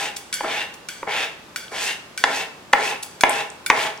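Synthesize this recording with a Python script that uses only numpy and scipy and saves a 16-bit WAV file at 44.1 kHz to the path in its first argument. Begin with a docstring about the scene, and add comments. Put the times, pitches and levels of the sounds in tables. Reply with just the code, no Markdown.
"""Steel scrapes on steel over a drag on wood: two crossed knives cut meat, about twice a second.
In each stroke the blades clink together, knock on the board, then drag over it while friction between
them hisses and sings, rising in pitch. The wet meat crackles and ticks now and then. The last four
strokes land hard and overload the microphone. A small kitchen adds reverberation and steady noise."""
import sys
import numpy as np
from scipy import signal
from scipy.fft import rfft, irfft
from scipy.io import wavfile

SR = 44100
rng = np.random.default_rng(int(sys.argv[2]) if len(sys.argv) > 2 else 0)


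def store_pcm(level_fs):
    """Save levels as 16-bit WAV."""
    pcm = np.round(np.clip(level_fs, -1, 1) * 32767).astype(np.int16)
    wavfile.write(sys.argv[1], SR, np.atleast_2d(pcm).T)


N = 176400
T = np.arange(N) / SR
RING_T = T[:SR // 4]
LEFT_RIGHT = np.array([[1], [-1]])
TOP_HZ = 15900

# cutting strokes (time [s], length [s], drag [dB], scrape [dB], hiss [dB], singing [dB])
CUT_STROKES = [(-.12, 0.19, -27, -29, -33.5, -32), (0.428, 0.19, -28.5, -28.5, -43.5, -29.5),
               (1.066, 0.17, -28, -25.5, -44, -28), (1.712, 0.2, -33, -29, -29.5, -30.5),
               (2.248, .17, -26, -30, -33, -31), (2.742, .175, -24.5, -29, -33, -29.5),
               (3.24, .17, -23.5, -30.5, -36.5, -30.5), (3.718, 0.15, -23.5, -27, -34, -38.5)]
# edge dragging on wood (frequency [Hz], level [dB], t60 [s])
DRAG_MODES = [(143, -27, 0.1), (254.6, -16.5, 0.057), (442.3, -4, 0.042), (540, -8.5, 0.022),
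              (631, -7.5, 0.044), (825, 0, 0.038), (1044, -6, 0.042), (1367, -4.5, 0.021),
              (1744, -4.5, 0.024), (1970, -7, 0.016), (2240, -8.5, 0.075)]
# steel-on-steel scrape (frequency [Hz], level [dB])
SCRAPE_SPECTRUM = [(200, -23), (900, -3.5), (1250, -10), (1700, 0), (2500, -2), (3400, -1.5), (4000, -8.5),
                   (5500, -13), (8000, -19.5), (16000, -29)]
# sliding hiss (frequency [Hz], level [dB])
HISS_SPECTRUM = [(1000, -27), (3000, -20), (4000, 3), (6000, 3), (8300, 0.5), (10000, -4.5), (12500, -8),
                 (16000, -13)]
# steel resonances (frequency at stroke start [Hz], width [Hz], level [dB])
SING_BANDS = [(1555, 220, -5.5), (2214, 147, 2.5), (3015, 190, -7)]
# room noise (frequency [Hz], level [dB])
AIR_SPECTRUM = [(15, -49), (25, -16.5), (190, -0.5), (256, -2.5), (335, -1), (476, -2.5), (560, -3),
                (695, -5), (796, -4), (1520, -7), (1650, -9), (6560, -20), (16000, -32.5)]
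# kitchen reverberation (frequency [Hz], t60 [s], level [dB])
REVERB_BANDS = [(149, 0.45, -25.5), (470, 0.4, -4), (1000, 0.62, -6), (2210, 0.47, -6.5),
                (5050, 0.72, -11.5), (12100, 0.15, -3.5)]
# blades meeting or parting (time [s], tick [dB], slide [dB], high-pass [Hz], rise [s])
BLADE_CONTACTS = [(0.161, -23, -39.5, 2840, 0.0079), (0.3268, -19, -26, 1370, 0.00056),
                  (0.339, -16, -60, 3500, 0.0018), (.737, -34, -57, 2500, 0.0051),
                  (0.8863, -23, -33, 1380, .0005), (1.5598, -19, -32.5, 1290, 0.00043),
                  (2.176, -19.5, -30.5, 1402, 0.0006), (2.7294, -18, -58, 1795, 0.00022),
                  (3.024, -21.5, -37, 3520, 0.0084), (3.2087, -13, -42, 1760, 0.00055),
                  (3.6619, -13.5, -35, 1800, 0.00043)]
# steel contact noise (frequency [Hz], level [dB])
CONTACT_SPECTRUM = [(500, -52), (1500, 9.5), (3500, -3.5), (7500, -0.5), (8600, -1.5), (10600, -1.5),
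                    (13000, -9), (16000, -7)]
# blade ringing (frequency [Hz], level [dB], t60 [s])
BLADE_MODES = [(1522, 3, 0.035), (2270, 1, 0.15), (2920, -3, 0.094), (3417, 3, 0.074), (4550, 2, 0.062),
               (4980, -3, 0.12), (5740, 1, 0.036), (6260, -2, 0.12), (7660, 2, 0.065), (9360, -3.5, 0.058),
               (11500, -13, 0.043), (12210, -15, 0.044), (13600, -27, 0.037), (15140, -26, 0.039)]
# edge hitting the board (time [s], level [dB], low-pass [Hz], pitch of the spot struck [ratio])
BOARD_HITS = [(0.4068, -7.5, 1050, 0.99), (.4445, -3.5, 644, 0.77), (1.0292, -5.5, 650, 1.096),
              (1.0750, -8.5, 589.5, 0.9), (1.714, -21, 706, 0.78), (2.239, -1, 4830, 1.007),
              (2.7324, -2.5, 1870, 1.19), (2.7334, 5.5, 2140, 1.004), (3.2335, -21, 1845, 0.98),
              (3.2356, 4.5, 2450, 1), (3.7003, 1, 4000, 1.08), (3.7095, -6.5, 1690, 0.87)]
# board ringing (frequency [Hz], level [dB], t60 [s])
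BOARD_MODES = [(166, -30, 0.037), (272, -20.5, 0.07), (496, -13, .04), (611, -12.5, 0.014),
               (807, -1.5, 0.035), (879, 3.5, 0.02), (1049, 2.5, 0.016), (1315, -5.5, 0.026),
               (1720, 4, 0.017), (2066, 5.5, 0.013), (2370, -4.5, 0.018), (3395, -1.5, 0.023),
               (3860, -14.5, 0.012), (5300, -30, 0.0048)]
# wet ticks of the meat (time [s], level [dB], frequency [Hz])
MEAT_TICKS = [(1.681, -21, 3400), (3.274, -37, 9500), (3.2953, -9, 9560), (3.502, -25, 7407),
              (3.976, -28, 6810)]


def amp(db):
    """Decibels to gain."""
    return 10 ** (np.asarray(db) / 20)


def unit(x):
    """Scale to rms 1."""
    return x / np.sqrt(np.mean(x ** 2))


def noise(shape=N):
    """White noise."""
    return rng.standard_normal(shape)


def add(out, start_s, x):
    """Mix x in at a time."""
    i = int(start_s * SR)
    out[i:i + len(x)] += x[:N - i]


def colour(x, spectrum):
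    """Shape noise to a spectrum, at rms 1."""
    size = x.shape[-1]
    hz, db = np.array(spectrum, float).T
    bin_db = np.interp(np.log(np.fft.rfftfreq(size, 1 / SR) + 1), np.log(hz), db)
    return unit(irfft(rfft(x) * amp(bin_db), size))


def filt(x, hz, kind, order=2):
    """Low-, high- or band-pass."""
    edges_hz = np.clip(hz, 10, SR / 2 - 100)
    return signal.sosfilt(signal.butter(order, edges_hz, kind, fs=SR, output="sos"), x)


def ring(modes, pitch=1, detune=0):
    """Decaying modes of alternating sign, optionally detuned at random."""
    out = 0
    for k, (hz, db, t60_s) in enumerate(modes):
        tuned_hz = hz * pitch * (1 + detune * rng.standard_normal())
        out += (-1) ** k * amp(db - 60 * RING_T / t60_s) * np.sin(2 * np.pi * tuned_hz * RING_T)
    return out


def drive(force, response):
    """Pass a force through a body's unit-energy response."""
    return signal.fftconvolve(force, response / np.linalg.norm(response))[:len(force)]


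def press(age_s, length_s, attack_s, release_s):
    """Linear attack, hold, exponential release."""
    return np.clip(age_s / attack_s, 0, 1) * np.exp(-np.maximum(age_s - length_s, 0) / release_s)


def friction(slips_per_s=5000, judder_db=1, judder_hz=40):
    """Dense tiny slips of uneven size under a juddering hand."""
    slips = (rng.random(N) < slips_per_s / SR) * noise()
    judder = unit(filt(noise(), judder_hz, "low"))
    return unit(slips * amp(judder_db * judder))


def strokes(attack_s=0.0049, release_s=0.032, sag_db_per_s=37, pitch_rise_per_s=1.25):
    """Edges drag over wood while the blades scrape along each other, hissing most at full speed."""
    drag_env, scrape_env, hiss_env, sing_env = np.zeros((4, N))
    pitch = np.ones(N)
    for start_s, length_s, drag_db, scrape_db, hiss_db, sing_db in CUT_STROKES:
        age_s = np.clip(T - start_s, 0, 1)
        speed = 1 / (1 + ((age_s / length_s - 0.69) / 0.31) ** 2)  # peaks 69% through the stroke
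        drag_env += amp(drag_db - sag_db_per_s * age_s) * press(age_s, length_s, attack_s, 0.041)
        scrape_env += amp(scrape_db) * press(age_s, length_s, 0.078, release_s)
        hiss_env += amp(hiss_db) * press(age_s, length_s, attack_s, release_s) * speed
        sing_env += amp(sing_db) * press(age_s, length_s, 0.18, release_s)
        pitch = np.where(age_s > 0, 1 + pitch_rise_per_s * np.minimum(age_s, length_s), pitch)
    drag = drive(drag_env * friction(), ring(DRAG_MODES))
    scrape = scrape_env * colour(friction(), SCRAPE_SPECTRUM)
    wet_hiss = hiss_env * (colour(friction(), HISS_SPECTRUM) + crackle())
    return drag + scrape + wet_hiss + sing_env * singing(pitch)


def crackle(grains_per_s=500, scatter_db=6):
    """Wet fibres part under the edge in sparse, uneven grains."""
    grains = (rng.random(N) < grains_per_s / SR) * rng.choice([-1, 1], N)
    sizes = amp(scatter_db * np.minimum(rng.exponential(size=N), 3))
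    return amp(-16.5) * unit(filt(grains * sizes, [2000, 6000], "band"))


def singing(pitch, wander_share=0.022, wander_hz=18):
    """Friction shakes narrow steel resonances; they glide as the crossing point runs along the blades."""
    out = 0
    for hz, width_hz, db in SING_BANDS:
        wander = 1 + wander_share * unit(filt(noise(), wander_hz, "low"))
        phase = 2 * np.pi * np.cumsum(hz * pitch * wander) / SR
        in_phase, quadrature = (unit(filt(friction(), width_hz / 2, "low")) for _ in range(2))
        out += amp(db) * (in_phase * np.cos(phase) + quadrature * np.sin(phase))
    return unit(out)


def air(mid_db=-46):
    """Steady room noise, more alike left and right in the bass."""
    mid, side = colour(noise((2, N)), AIR_SPECTRUM)
    side = 0.32 * side + 0.65 * filt(side, 1500, "high", order=1)
    return amp(mid_db) * (mid + side * LEFT_RIGHT)


def kitchen(x, delay_s=0.0048, apart_hz=730):
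    """Diffuse reflections decaying by octave band; left and right differ above apart_hz."""
    age_s = T[:SR]
    hz, t60s, levels = np.array(REVERB_BANDS).T
    response = 0
    for centre_hz in 125 * 2. ** np.arange(8):
        t60_s, db = (np.interp(np.log(centre_hz), np.log(hz), column) for column in (t60s, levels))
        mid, side = filt(noise((2, SR)), [centre_hz / np.sqrt(2), centre_hz * np.sqrt(2)], "band", 3)
        width = centre_hz / np.hypot(centre_hz, apart_hz)
        band = (mid + width * side * LEFT_RIGHT) / np.hypot(1, width)
        fade = (age_s > delay_s) * amp(-60 * age_s / t60_s)
        response += amp(db) * band * fade / np.linalg.norm(fade)
    return signal.fftconvolve(x[None], response, axes=1)[:, :N]


def clinks(ring_db=-3, rub_db=-6.5):
    """Steel chatters on steel for a moment, then slides lightly; both blades ring."""
    out, age_s = np.zeros(N), T[:SR // 2]
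    for start_s, tick_db, slide_db, low_hz, rise_s in BLADE_CONTACTS:
        tick_env = amp(tick_db) * press(age_s, rise_s, rise_s, release_s=0.0038)
        slide_env = amp(slide_db) * press(age_s, rise_s, rise_s, release_s=0.08)
        tick = tick_env * colour(noise(len(age_s)), CONTACT_SPECTRUM)
        slide = slide_env * noise(len(age_s))
        rub = amp(rub_db) * slide_env * colour(noise(len(age_s)), CONTACT_SPECTRUM)
        blades = sum(ring(BLADE_MODES, detune=0.0218) for _ in range(8))
        ringing = amp(ring_db) * drive(tick / 2 + slide, blades)
        add(out, start_s, filt(tick + ringing + rub, low_hz, "high", order=3))
    return out


def knocks(crack_s=0.0019, thump_s=0.011):
    """The edge hits the board; meat under it softens the blow."""
    out = np.zeros(N)
    thump = amp(-43.5) * np.exp(-RING_T / thump_s)
    for start_s, db, bright_hz, pitch in BOARD_HITS:
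        burst = filt(noise(len(RING_T)), [600, 6000], "band", order=1)
        crack = amp(5.5) * burst * np.exp(-RING_T / crack_s)
        wood = filt(ring(BOARD_MODES, pitch) / 2 + crack, 258, "high", order=1)  # bass radiates poorly
        add(out, start_s, amp(db) * filt(wood + thump, bright_hz, "low"))
    return out


def squelches(decay_s=0.0008):
    """Tiny wet snaps as meat lets go of the steel."""
    out = np.zeros(N)
    for start_s, db, hz in MEAT_TICKS:
        burst = unit(filt(noise(len(RING_T)), [hz / 1.35, hz * 1.18], "band", order=4))
        add(out, start_s, amp(db) * burst * np.exp(-RING_T / decay_s))
    return out


def scene(lag_s=32e-6, top_pan_db=1, side_db=-5.5):
    """The knives reach the left microphone a moment earlier and a little brighter."""
    direct = knocks() + clinks() + strokes() + squelches()
    # long blades radiate their treble unevenly to left and right
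    side = amp(side_db) * filt(clinks() + strokes(), 1980, "high", order=1)
    hz, spectrum = np.fft.rfftfreq(N, 1 / SR), rfft(direct)
    pan_db = top_pan_db * hz / TOP_HZ
    left = irfft(spectrum * amp(pan_db), N)
    right = irfft(spectrum * amp(-pan_db) * np.exp(-2j * np.pi * hz * lag_s), N)
    return np.array([left, right]) + side * LEFT_RIGHT + kitchen(direct) + air()


def record(dry):
    """The hardest knocks clip; a steep low-pass follows."""
    return signal.sosfilt(signal.ellip(8, .2, 70, TOP_HZ, fs=SR, output="sos"), np.clip(dry, -1, 1))


dry = scene()
out = record(dry)
store_pcm(out)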